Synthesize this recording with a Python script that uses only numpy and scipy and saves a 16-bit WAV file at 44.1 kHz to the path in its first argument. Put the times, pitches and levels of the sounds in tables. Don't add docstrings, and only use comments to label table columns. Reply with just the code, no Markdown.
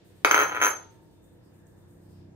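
import sys
import numpy as np
from scipy import signal
from scipy.io import wavfile

SR = 44100
rng = np.random.default_rng(int(sys.argv[2]) if len(sys.argv) > 2 else 0)


def to_wav(s):
    ch = np.atleast_2d(s).T
    pcm = np.round(np.clip(ch, -1, 1) * 32767)
    wavfile.write(sys.argv[1], SR, pcm.astype(np.int16))


def gain_from_db(level_db):
    decades = np.asarray(level_db, float) / 20
    return 10 ** decades


N = 103635


def rms_one(x):
    return x / np.sqrt(np.mean(x ** 2) + 1e-20)


def at_hz(points, hz):
    points_hz, values = np.transpose(points)
    return np.interp(np.log(hz), np.log(points_hz), values)


def drift(rate_hz):
    r = np.exp(-80 * np.pi * rate_hz / SR)
    slow = signal.lfilter([1], [1, -2 * r, r * r], rng.standard_normal(N // 40 + 2002))[2000:]
    return np.interp(np.arange(N) / 40, np.arange(len(slow)), rms_one(slow))


def clicks(start_s, gain):
    out = np.full(N, 1e-18)
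    np.add.at(out, (np.asarray(start_s) * SR).astype(int), gain)
    return out


def fade(x, tau_s):
    return signal.lfilter([1], [1, -np.exp(-1 / (tau_s * SR))], x)


def ring(x, hz, t60_s, rise_s):
    turn = np.exp(2j * np.pi * hz / SR)
    soft = np.exp(-1 / (rise_s * SR))
    swell = signal.lfilter([1 - soft], [1, -soft * turn], x)
    decay = gain_from_db(-60 / (max(t60_s, .002) * SR))
    return signal.lfilter([1], [1, -decay * turn], swell)


def band(x, low_hz, high_hz):
    sos = signal.butter(2, [low_hz, min(high_hz, .48 * SR)], "band", fs=SR, output="sos")
    return signal.sosfilt(sos, x)


def stereo_noise():
    return rng.standard_normal((2, N))


def pair(two, alike):
    alike = np.clip(alike, -1, 1)
    shared = np.sqrt(1 + alike) * two[0]
    return shared + np.sqrt(1 - alike) * two[1] * np.array([[1], [-1]])


def background():
    # frequency in Hz, density in dB per Hz.
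    murmur_spectrum = [(25, -26), (50, -7.5), (100, 1.5), (200, -9), (400, -8.5), (800, -17.5), (1300, -28),
                       (6000, -38.5)]
    # frequency in Hz, left-right likeness from -1 to 1.
    ear_likeness = [(60, 1), (240, 0.22), (950, 0.42), (3770, -0.51), (15000, -0.02)]
    # appliance hum center in Hz, width in Hz, level in dB.
    appliance_bands = [(324, 45, -66.5), (495.8, 47, -74.5), (1700, 240, -79), (3600, 150, -86.5)]
    murmur_db, hiss_db = -58, -83.5
    murmur, hum = 0, 0
    edges_hz = 22 * 2 ** np.arange(0, 8.6, .5)
    white = rng.standard_normal((2, 2, N))
    for k, (low_hz, high_hz) in enumerate(zip(edges_hz, edges_hz[1:])):
        hz = np.sqrt(low_hz * high_hz)
        gain = gain_from_db(at_hz(murmur_spectrum, hz) + 1.5 * drift(4))
        murmur = murmur + gain * pair(band(white[k % 2], low_hz, high_hz), at_hz(ear_likeness, hz))
    for hz, width_hz, level_db in appliance_bands:
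        noise = band(stereo_noise(), hz - width_hz / 2, hz + width_hz / 2)
        hum = hum + gain_from_db(level_db + 2.5 * drift(2.5)) * rms_one(pair(noise, at_hz(ear_likeness, hz)))
    hiss = gain_from_db(hiss_db) * band(stereo_noise(), 5800, 16000)
    return gain_from_db(murmur_db) * rms_one(murmur) + hum + hiss


def far_clatter():
    # time in seconds, level in dB.
    clatter_level = [
        (0, -69.5),
        (.22, -72),
        (.85, -65.5),
        (1.051, -79.5),
        (1.5, -96.5),
        (1.951, -86.5),
        (2.2, -75),
        (2.35, -90),
    ]
    s, level_db = np.transpose(clatter_level)
    return gain_from_db(np.interp(np.arange(N) / SR, s, level_db)) * rms_one(band(stereo_noise(), 1200, 4800))


def sleeve():
    # center in seconds, half length in seconds, level in dB.
    brushes = [
        (1.47, .05, -78),
        (2.17, .12, -77),
    ]
    t = np.arange(N) / SR
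    stroke = sum(gain_from_db(level_db) * np.exp(-((t - at_s) / half_s) ** 2) for at_s, half_s, level_db in brushes)
    return stroke * rms_one(band(stereo_noise(), 4600, 5400))


def engine():
    # time in seconds, firings per second, level in dB.
    engine_course = [
        (0, 31.3, -61.5),
        (.4, 31.3, -51),
        (.9, 34, -62),
        (1.3, 31, -58.5),
        (1.7, 31.3, -56.5),
        (1.95, 31.8, -53),
        (2.2, 31.9, -48),
        (2.35, 31.9, -50.5),
    ]
    # multiple of the firing rate, level in dB.
    exhaust_harmonics = [(2, -18.5), (3, -2), (4, -10.5), (5, -6), (6, -7), (7, -11.5), (9, -11),
                         (10, -23.5), (11, -10)]
    s, rate_hz, level_db = np.transpose(engine_course)
    t = np.arange(N) / SR
    firing_hz = np.interp(t, s, rate_hz) * (1 + 0.0052 * drift(3.3))
    turn = 2 * np.pi * np.cumsum(firing_hz) / SR
    tone = 0
    for k, harmonic_db in exhaust_harmonics:
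        gain = gain_from_db(harmonic_db + drift(3))
        tone = tone + gain * np.sin(round(k) * turn + .6 * k + .7 * drift(1.5))
    return gain_from_db(np.interp(t, s, level_db)) * tone * gain_from_db(np.array([[-.8], [.8]]))


def flour():
    # start in seconds, hiss level in dB.
    sieve_shakes = [(0.038, -69.5), (0.148, -74.5), (.9, -73), (1.01, -79.5), (1.105, -79.5), (1.22, -73.5),
                    (1.315, -84), (1.43, -78.5), (1.529, -76), (1.655, -74.5), (1.76, -77.5), (1.875, -75),
                    (1.92, -85), (2.01, -77.5), (2.09, -77.5)]
    # mesh resonance in Hz, width in Hz, level in dB.
    mesh_bands = [(7200, 1000, -5), (8350, 1000, 0), (11700, 1200, -3), (12900, 900, -4), (15400, 700, -1)]
    rise_s, fall_s = 0.018, 0.075
    s, level_db = np.transpose(sieve_shakes)
    puff = fade(fade(clicks(s, gain_from_db(level_db)), rise_s), fall_s) / (rise_s * SR)
    white, hiss = stereo_noise(), 0
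    for hz, width_hz, mesh_db in mesh_bands:
        hiss = hiss + gain_from_db(mesh_db) * rms_one(band(white, hz - width_hz / 2, hz + width_hz / 2))
    return puff * gain_from_db(6) * rms_one(hiss)


def sieve_rim():
    # start in seconds, level in dB.
    rim_ticks = [
        (1.035, -70),
        (1.242, -56),
        (1.432, -65),
        (1.46, -63.5),
        (1.668, -48),
        (1.91, -55.5),
    ]
    s, level_db = np.transpose(rim_ticks)
    return fade(clicks(s, gain_from_db(level_db)), 0.0027) * band(stereo_noise(), 6500, 7900)


def kitchen(x):
    # frequency in Hz, t60 in seconds.
    room_decay = [(200, 0.52), (1000, 0.34), (3000, 0.25), (5000, 0.37), (8000, .3), (16000, 0.12)]
    room_db, likeness, start_s = -4.5, 0.28, 0.0028
    t = np.arange(SR) / SR
    white, tail = rng.standard_normal((2, 2, SR)), 0
    edges_hz = 100 * 2 ** np.arange(0, 7.6, .75)
    for k, (low_hz, high_hz) in enumerate(zip(edges_hz, edges_hz[1:])):
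        t60_s = at_hz(room_decay, np.sqrt(low_hz * high_hz))
        tail = tail + band(white[k % 2], low_hz, high_hz) * gain_from_db(-60 * t / t60_s)
    tail = pair(tail * np.clip(t / start_s - 1, 0, 1), likeness)
    tail = gain_from_db(room_db) * tail / np.sqrt(np.sum(tail ** 2) / 2)
    return signal.fftconvolve(x[:1], tail)[:, :N]


def strike(s, touch_db, modes_hz, modes, spread_db, lag_s):
    # frequency in Hz, left minus right in dB.
    ear_balance = [(300, -4), (700, 8.5), (1400, 2), (2800, 1), (6300, -2), (10800, 1), (15000, 4)]
    luck = rng.standard_normal((len(s), len(modes), 2))
    phase = rng.uniform(0, 2 * np.pi, len(modes))
    side = np.array([[.5], [-.5]])
    out = 0
    for k, (hz, (level_db, t60_s)) in enumerate(zip(modes_hz, modes)):
        late_s = s + .0001 * np.abs(luck[:, k, 1])
        gain = gain_from_db(touch_db + level_db + spread_db * luck[:, k, 0])
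        tone = ring(clicks(late_s, gain), hz, t60_s, rise_s=.0006)
        ears = np.exp(1j * (phase[k] - 2 * np.pi * hz * lag_s * side))
        out = out + np.imag(tone * ears) * gain_from_db(at_hz(ear_balance, hz) * side)
    return out


def crack(s, touch_db, bright_db):
    crack_db, crack_s = -30, .005
    hard = fade(clicks(s, gain_from_db(touch_db + (touch_db + 8) + crack_db)), crack_s)
    bright = fade(clicks(s, gain_from_db(touch_db + bright_db + crack_db + 17.5)), crack_s)
    middle = gain_from_db(12.5) * band(hard * stereo_noise(), 2400, 4730)
    high = band(bright * stereo_noise(), 5200, 8200)
    top = band(band(bright * stereo_noise(), 10200, 13600), 10200, 13600)
    return middle + high + top


def bowl():
    touch_s = [.247, .3112, .3437, .363, .3775, .3893, .3985, .406, .413, .42, .4265, .432, .495, .512,
               .519, .525, .547, .557, .565, .572, .581, .602, .615, .622, .628, .636, .646, .655, .666,
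               .676]
    # peak in dB, brightness of the glass ring in dB.
    touch_levels = [(-1, -20), (-5.5, -13), (-5.5, -15.5), (-10, -17), (-10, -16), (-10.5, -16.5),
                    (-12.5, -15), (-13, -16.5), (-13.5, -15.5), (-15.5, -15), (-15.5, -15.5), (-17.5, -14),
                    (-22.5, -19), (-26, -27), (-22.5, -27), (-23, -26), (-20, -19.5), (-24.5, -20),
                    (-21.5, -20), (-21, -23), (-25.5, -23), (-20.5, -20), (-13, -12.5), (-12.5, -16),
                    (-12, -15), (-13.5, -11), (-11.5, -10), (-15, -9.5), (-12.5, -9), (-18, -8)]
    knock_hz = [300, 420, 600, 800, 1060, 1240, 1390, 1690, 1920, 2200, 2600, 3100, 4020, 4700]
    glass_hz = [5900, 6265, 6312, 7700, 9840, 10400, 10800, 11500, 12100, 12620, 13000, 13400, 15300, 15600]
    crockery_hz = [910, 2164, 3480]
    # level in dB, t60 in seconds.
    knock_modes = [(-21, .05), (-18, .025), (-15, .016), (-14, .014), (-4.5, .016), (-2, .013), (0, .015),
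                   (-1, .012), (-1.5, .012), (-5, .011), (-6.5, .01), (-7, .009), (-19, .009), (-27, .008)]
    glass_modes = [(-17, .015), (-4, .035), (-14, .16), (-21, .008), (-26, .025), (-23, .02), (-11, .032),
                   (-17, .01), (-16, .012), (-11, .045), (-15, .02), (-14, .035), (-17, .015), (-6, .045)]
    crockery_modes = [(-45.5, 1.05), (-47, .45), (-48, .55)]
    knock_db, glass_db = -2.5, 5
    knock_lag_s, glass_lag_s = .00014, .00012
    s = np.array(touch_s)
    peak_db, bright_db = np.transpose(touch_levels)
    knock = strike(s, peak_db + knock_db, knock_hz, knock_modes, 1.2, knock_lag_s)
    glass = strike(s, peak_db + bright_db + glass_db, glass_hz, glass_modes, 1.8, glass_lag_s)
    crockery = strike(s, peak_db, crockery_hz, crockery_modes, 1.2, knock_lag_s)
    body = knock + glass + crockery + crack(s, peak_db, bright_db)
    return signal.sosfilt(signal.butter(4, 265, "high", fs=SR, output="sos"), body)


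def scene():
    direct = bowl()
    sieve = flour() + sieve_rim()
    return background() + far_clatter() + sleeve() + engine() + sieve + kitchen(direct) + direct


def low_pass(x):
    return signal.sosfilt(signal.butter(12, 16410, fs=SR, output="sos"), x)


def record(dry):
    ceiling, cutoff_hz = 1.3, 16450
    rounded = ceiling * np.tanh(dry / ceiling)
    mix = signal.sosfilt(signal.cheby2(12, 70, cutoff_hz, fs=SR, output="sos"), rounded)
    return low_pass(mix)


dry = scene()
out = record(dry)
to_wav(out)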